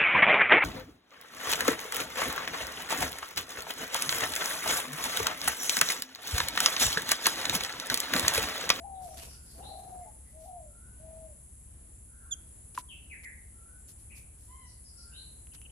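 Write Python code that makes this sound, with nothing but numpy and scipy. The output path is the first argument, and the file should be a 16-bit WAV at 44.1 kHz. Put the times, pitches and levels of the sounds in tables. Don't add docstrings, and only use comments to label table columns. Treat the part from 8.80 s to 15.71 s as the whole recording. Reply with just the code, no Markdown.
import sys
import numpy as np
from scipy import signal
from scipy.fft import rfft, irfft, next_fast_len
from scipy.io import wavfile
from scipy.ndimage import map_coordinates

SR = 44100
rng = np.random.default_rng(int(sys.argv[2]) if len(sys.argv) > 2 else 0)


def wav_out(sig):
    wavfile.write(sys.argv[1], SR, np.round(np.clip(np.atleast_2d(sig).T, -1, 1) * 32767).astype(np.int16))


N = 304731
T = np.arange(N) / SR


def amp(db):
    return 10 ** (np.asarray(db) / 20)


def unit(x):
    return x / np.sqrt(np.mean(np.abs(x) ** 2) + 1e-20)


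def along(points, hz):
    f, v = np.transpose(points)
    return np.interp(np.log(hz + 1), np.log(f + 1), v)


def wobble(rate, size=N):
    knots = rng.standard_normal(int(size * rate / SR) + 4)
    return map_coordinates(knots, [np.arange(size) * rate / SR])


def filtered(x, response):
    m = next_fast_len(N + 8192)
    return irfft(rfft(x, m) * response(np.fft.rfftfreq(m, 1 / SR)), m)[..., :N]


def rush(spectrum):
    # (frequency [Hz], correlation [-1 to 1])
    likeness = [(60, 0.96), (130, 0.9), (260, 0.84), (600, 0), (1500, 0), (6000, 0.031)]

    def mid_side(hz):
        turn = np.arccos(np.clip(along(likeness, hz), -1, 1)) / 2
        return amp(along(spectrum, hz)) * [np.cos(turn), np.sin(turn)]

    mid, side = filtered(rng.standard_normal((2, N)), mid_side)
    return unit(np.array([mid + side, mid - side]))


def band(centre_hz, width_hz):
    noise = rng.standard_normal((2, N))
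    return unit(filtered(noise, lambda hz: 1 / (1 + ((hz - centre_hz) / width_hz) ** 4)))


def add(track, s, sound):
    part = track[max(round(s * SR), 0):][:len(sound)]
    part += sound[:len(part)]


def placed(x, lead_ms, left_db):
    side = np.array([[.5], [-.5]])
    lead_s = side * lead_ms / 10 ** 3
    return amp(side * left_db) * filtered(x, lambda hz: np.exp(2j * np.pi * hz * lead_s))


def garden(x):
    # (frequency [Hz], time to fall 60 dB [s])
    decay = [(200, 0.31), (2000, 0.51), (4500, 0.53), (10000, 0.039)]
    hz, t, z = signal.stft(rng.standard_normal((2, SR // 2)), SR, nperseg=256)
    fading = z * amp(-60 * t / along(decay, hz)[:, None])
    tail = signal.istft(fading, SR, nperseg=256)[1]
    tail = tail / np.linalg.norm(tail, axis=1, keepdims=True)
    return signal.fftconvolve(x[None], tail, axes=1)[:, :N]


def envelope(start, length, attack, release):
    return np.clip(np.minimum((T - start) / attack, (start + length - T) / release), 0, 1)


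def strokes(rows):
    track = np.zeros(N)
    for s, length, db in rows:
        u = np.linspace(0, 1, int(length * SR))
        add(track, s, amp(db) * np.sin(np.pi * u ** .5) ** 2)
    return track


def note(length, start_hz, middle_hz, end_hz):
    u = np.linspace(0, 1, int(length * SR))
    hz = np.polyval(np.polyfit([0, .5, 1], [start_hz, middle_hz, end_hz], 2), u)
    return 2 * np.pi * np.cumsum(hz) / SR, np.abs(np.sin(np.pi * u)) ** .7


def glide(hz, change_hz):
    return hz - change_hz / 2, hz, hz + change_hz / 2


def chirp(length, start_hz, middle_hz, end_hz, rasp):
    phase, swell = note(length, start_hz, middle_hz, end_hz)
    return swell * np.sin(phase + 2 * rasp * wobble(501.0, len(phase)))


def whistle(length, start_hz, middle_hz, end_hz, rasp, overtone_db):
    phase, swell = note(length, start_hz, middle_hz, end_hz)
    phase = phase + 2 * rasp * wobble(130.7, len(phase))
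    overtones = sum(np.sin((k + 1) * phase) / k ** 1.3 for k in range(1, 5))
    return swell ** 2 * (np.sin(phase) + amp(overtone_db) * overtones)


def hoots():
    # (time [s], length [s], low pitch [Hz], base level [dB], break after [s],
    # break length [s], high pitch before it sags [Hz], hoarse for [s])
    calls = [(-.05, .42, 673, -49.5, 0.079, .26, 806.6, 0.042),
             (0.749, 0.566, 685, -51.5, .05, .46, 798.8, 0.396),
             (1.519, 0.41, 641, -53.5, .125, .175, 765.5, .09), (2.184, 0.37, 645.4, -52, 0, 0, 646, 0.04)]
    # (time [s], length [s], start [Hz], middle [Hz], end [Hz], relative level [dB])
    answers = [(0.286, 0.079, 771, 763, 742, -46.5), (0.344, 0.1, 679, 672, 670, -53),
               (0.885, 0.133, 621, 652, 680, -49.5), (1.255, 0.053, 854, 861, 815, -51)]
    attack_s, release_s = 0.068, 0.11
    scoop_hz, scoop_s, droop_hz, droop_s = 40.3, 0.059, 89, 0.158
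    break_up_s, break_down_s, sag_hz, high_db = .018, 0.0423, 88.5, 6
    clear_rough, hoarse_rough, hoarse_fade_s, hoarse_db = 0.19, 0.64, 0.031, -3
    voice, loudness = np.zeros(N), np.zeros(N)
    for s, length, low_hz, db, break_after, break_length, high_hz, hoarse_for in calls:
        break_s = s + break_after
        scoop = np.clip(1 - (T - s) / scoop_s, 0, 1)
        droop = np.clip(1 - (s + length - T) / droop_s, 0, 1)
        low = low_hz - scoop_hz * scoop - droop_hz * droop ** 2
        high = envelope(break_s, break_length, break_up_s, break_down_s)
        sag = sag_hz * np.interp(T, [break_s, break_s + break_length], [0, 1])
        hz = low + high * (high_hz - sag - low)
        hoarse = envelope(break_s, hoarse_for, break_up_s, hoarse_fade_s)
        rough = np.clip(clear_rough + (hoarse_rough - clear_rough) * hoarse, 0, 1)
        flutter = np.sqrt(1 - rough ** 2) + rough * unit(wobble(130) + 1j * wobble(130))
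        breath = envelope(s, length, attack_s, release_s) ** 0.91
        swell = np.sqrt(2) * amp(db + high_db * high + hoarse_db * hoarse) * breath
        voice += swell * np.real(flutter * np.exp(2j * np.pi * np.cumsum(hz) / SR))
        loudness += swell
    for s, length, start_hz, middle_hz, end_hz, db in answers:
        phase, swell = note(length, start_hz, middle_hz, end_hz)
        add(voice, s, amp(db) * swell * np.sin(phase + 0.5 * wobble(99.3, len(phase))))
    direct = placed(voice, lead_ms=.2, left_db=6)
    husk = amp(-19.5) * loudness * band(723, 220)
    return direct + amp(-9.5) * garden(voice) + husk


def insects():
    # (frequency [Hz], relative density [dB per Hz])
    chorus_colour = [(5600, -48.5), (6250, -22.5), (6800, -18), (7300, -14.5), (7900, -13), (8700, -19),
                     (9400, -11), (9900, -5), (10250, -0.5), (10600, -1.5), (10900, -9.5), (11500, -17.5),
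                     (11800, -44), (14000, -67)]
    # (time of the fall [s], build-up [dB])
    waves = [(-.03, 1.5), (1.36, 2.5), (2.85, 2), (4.02, 3), (5.41, 2.5), (6.8, 4)]
    chorus_db, fall_back_s = -57, .11
    points = [point for s, db in waves for point in ((s, db), (s + fall_back_s, 0))]
    build = np.interp(T, *np.transpose(points))
    buzz = 1 + 0.11 * np.sin(2 * np.pi * np.cumsum(148 + 2 * wobble(4.3)) / SR)
    chorus = amp(chorus_db + build + 0.16 * wobble(11)) * buzz * rush(chorus_colour)
    chorus = chorus * amp([[1], [-1]])
    throb = 1 + 0.22 * np.sin(2 * np.pi * np.cumsum(12.5 + 1.0 * wobble(1.97)) / SR)
    trill = amp(-67) * throb * band(8243, 190)
    beat = np.cos(np.pi * (T - .59) / .643) ** 6
    return chorus + trill + amp(-66) * beat * band(7270, 150)


def background():
    # (frequency [Hz], mean level [dB rms, before a slight tilt to the left])
    engine_tones = [(33.3, -67.5), (52.4, -60), (66.6, -58.5), (75, -63), (105, -68.5), (150, -77.5),
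                    (225.4, -78.5)]
    # (frequency [Hz], relative density [dB per Hz])
    air_colour = [(20, -16), (40, -5.5), (65, 1.5), (100, -3), (200, -11.5), (400, -19.5), (700, -24),
                  (1200, -29.5), (2000, -30.5), (6000, -40), (12000, -73)]
    drone = np.zeros(N)
    for hz, db in engine_tones:
        level = amp(db + wobble(2.11)) * np.sqrt(2)
        drone += level * np.sin(2 * np.pi * (hz * T + rng.random()) + 0.26 * wobble(1.96))
    rumble = amp(-57.5) * rush(air_colour) * amp(wobble(3.96))
    hiss = amp(-70.5) * rush([(500, -17), (2500, -16.0), (9000, 18.5), (11500, -11), (12500, -41)])
    return (drone + rumble) * amp([[.5], [-.5]]) + hiss


def tree_birds():
    # (time [s], middle pitch [Hz], relative level [dB])
    buzzes = [(.28, 5860, -60.5), (.467, 5300, -56.5), (.654, 4790, -61), (5.845, 5670, -64.5),
              (5.86, 4670, -66), (6.035, 5080, -60.5), (6.161, 5085, -56)]
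    # (time [s], middle pitch [Hz], fall [Hz], relative level [dB])
    slurs = [(.134, 3650, 670, -70), (.386, 2760, 820, -57.5), (1.208, 2080, 188, -71),
             (1.448, 2007, 80, -71), (4.085, 2918, 1000, -49), (4.297, 2245, 1050, -46),
             (4.432, 2020, 500, -45.5), (5.296, 2425, 100, -54.5)]
    # (time [s], relative level [dB], relative level of the lead-in note [dB])
    risers = [(.802, -53.5, -68), (6.314, -52.5, -60.5)]
    # (length [s], start [Hz], middle [Hz], end [Hz])
    lead_in = (.063, 2625, 2940, 3350)
    riser_note = (.1, 3560, 4040, 4080)
    # (time [s], first middle pitch [Hz], second middle pitch [Hz],
    # relative level of the second note [dB], rasp [units of 2 radians of phase jitter])
    whistles = [(.38, 1395, 1474, -72, 1.1), (1.84, 1377, 1490, -69, 0.52),
                (3.251, 1501, 1404, -66.5, 1.46), (4.7, 1355, 1495, -69, 0.55),
                (6.1, 1387, 1550, -67.5, 0.6)]
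    # (time [s], length [s], start [Hz], middle [Hz], end [Hz],
    # relative level [dB], overtones [dB])
    cry = [(5.665, 0.1405, 932, 1034, 1046, -59.5, -9.5), (5.765, 0.1295, 1045, 1008, 936, -67, 1.5)]
    # (time [s], length [s], start [Hz], middle [Hz], end [Hz], relative level [dB])
    coo = (7, .14, 564, 612, 660, -65.5)
    buzz_length_s, buzz_fall_hz, buzz_rasp = .076, 550, 1.3
    slur_length_s, slur_rasp = .052, 0.5
    riser_after_s, riser_rasp = .021, 0.56
    first_length_s, first_db, second_after_s, second_length_s, rise_hz = 0.27, -3, .12, 0.216, 40
    voice = np.zeros(N)
    for s, hz, db in buzzes:
        add(voice, s, amp(db) * chirp(buzz_length_s, *glide(hz, -buzz_fall_hz), buzz_rasp))
    for s, hz, fall_hz, db in slurs:
        add(voice, s, amp(db) * chirp(slur_length_s, *glide(hz, -fall_hz), slur_rasp))
    for s, db, lead_db in risers:
        add(voice, s, amp(lead_db) * chirp(*lead_in, riser_rasp))
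        add(voice, s + riser_after_s, amp(db) * chirp(*riser_note, riser_rasp))
    for s, first_hz, second_hz, db, rasp in whistles:
        first = whistle(first_length_s, *glide(first_hz, rise_hz), rasp, overtone_db=-40)
        second = whistle(second_length_s, *glide(second_hz, rise_hz), rasp, overtone_db=-40)
        add(voice, s, amp(db + first_db) * first)
        add(voice, s + second_after_s, amp(db) * second)
    for s, *shape, db, overtone_db in cry:
        add(voice, s, amp(db) * whistle(*shape, rasp=0.21, overtone_db=overtone_db))
    s, *shape, db = coo
    add(voice, s, amp(db) * whistle(*shape, rasp=0.43, overtone_db=-16))
    return amp(-2.5) * placed(voice, lead_ms=0.11, left_db=6.5) + amp(1.0) * garden(voice)


def wings():
    # (time [s], length [s], relative level [dB])
    feathers = [(.195, 0.24, -67), (.34, 0.35, -66.5), (.6, 0.62, -70), (.95, 0.64, -77.5),
                (1.42, 0.32, -82), (1.59, 0.2, -73.5), (5.075, 0.083, -65.5), (5.175, .11, -74.5),
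                (5.345, .13, -69), (5.57, 0.29, -75)]
    # (frequency [Hz], relative density [dB per Hz])
    feather_colour = [(200, 0.5), (600, -8), (1500, -12), (4000, -3), (8000, 3.5), (11000, 4), (13000, 2.5),
                      (16000, -26)]
    # (time [s], length [s], level [dB])
    flicks = [(.24, 0.38, -60), (0.366, 0.083, -46.5), (0.419, 0.07, -50.5), (.44, 0.26, -61),
              (3.944, 0.04, -50), (3.973, 0.058, -48), (4.432, 0.031, -55.5), (5.085, 0.034, -63),
              (5.359, 0.049, -67), (6.733, 0.044, -51)]
    # (frequency [Hz], relative density [dB per Hz])
    spray_colour = [(300, 1), (900, -3), (2800, -1), (6000, 0), (10000, -1), (12000, -1), (15500, -22)]
    # (time [s], length [s], level [dB])
    wafts = [(.16, 0.4, -62), (.395, 0.21, -58), (.73, 0.39, -54.5), (.98, 0.55, -59.5)]
    puff_colour = [(60, -27), (130, -3), (300, -9.0), (550, -4), (1200, -15.5), (3000, -34), (8000, -55)]
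    crackle = amp(1.3 * wobble(60) + 2.0 * wobble(900))
    rustle = strokes(feathers) * amp(11.5) * unit(rush(feather_colour) * crackle)
    droplets = amp(3.5 * wobble(1200) + 2 * wobble(150))
    spray = strokes(flicks) * unit(rush(spray_colour) * droplets)
    wingbeat = np.cos(2 * np.pi * np.cumsum(18 + 2 * wobble(4.96)) / SR)
    puffs = unit(rush(puff_colour) * amp(5.7 * wingbeat))
    return rustle + spray + strokes(wafts) * puffs


def chip():
    # (start [Hz], middle [Hz], end [Hz])
    chip_pitch = (3606, 3350, 3066)
    chip_s, length_s, level_db = 3.509, 0.035, -36.5
    phase, swell = note(length_s, *chip_pitch)
    size = len(phase)
    jittered = phase + .15 * wobble(500, size)
    first, second, third = np.sin(np.outer([1, 2, 3], jittered))
    tone = first + amp(6.0 + 1.7 * wobble(450, size)) * second + amp(-6.5) * third
    voice = np.zeros(N)
    add(voice, chip_s, amp(level_db) * swell ** 1.35 * tone)
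    return placed(voice, lead_ms=0.055, left_db=-5.5) + amp(-23.5) * garden(voice)


def footfalls():
    # (time [s], level [dB], rim ring relative to it [dB])
    ticks = [(3.9758, -30.5, -4), (3.9865, -26, -22), (6.671, -58, 13.5), (6.8166, -37, -3)]
    # (time [s], length [s], level [dB])
    scrapes = [(6.715, 0.12, -60.5), (6.8, .2, -61)]
    t = np.arange(SR // 8) / SR
    rim_hz, crack_t60_s, ring_t60_s = 2850, 0.0012, 0.003
    track = np.zeros(N)
    bright = signal.butter(2, [4000, 10000], "bandpass", fs=SR)
    for s, db, ring_db in ticks:
        noise = unit(signal.lfilter(*bright, rng.standard_normal(len(t))))
        crack = amp(-60 * t / crack_t60_s) * noise
        ring = amp(ring_db - 60 * t / ring_t60_s) * np.sin(2 * np.pi * rim_hz * t)
        add(track, s, amp(db) * (crack + ring))
    scrape = strokes(scrapes) * unit(band(rim_hz, 300) * amp(5.5 * wobble(70)))
    return placed(track, lead_ms=0.0093, left_db=-.5) + scrape


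def plop():
    plop_s, final_hz, drop_hz, settle_s = 3.9768, 990, 800, 0.00071
    burst_db, burst_hold_s, burst_t60_s, ring_db, ring_t60_s = -30, 0.0044, 0.014, -29.5, 0.067
    t = np.arange(SR // 8) / SR
    hz = final_hz + drop_hz * np.exp(-t / settle_s)
    burst = amp(burst_db - 60 * np.maximum(t - burst_hold_s, 0) / burst_t60_s)
    onset = 1 - np.exp(-t / 0.00017)
    swell = onset * (burst + amp(ring_db - 60 * t / ring_t60_s))
    ring = np.zeros(N)
    add(ring, plop_s, swell * np.sin(2 * np.pi * np.cumsum(hz) / SR))
    return placed(ring, lead_ms=0.064, left_db=0.0) + amp(-26.5) * garden(ring)


def scene():
    far = hoots() + insects() + background() + tree_birds()
    near = wings() + chip() + footfalls() + plop()
    return far + near


def record(dry):
    top_hz = 15650
    return filtered(dry, lambda hz: hz < top_hz)


dry = scene()
out = record(dry)
wav_out(out)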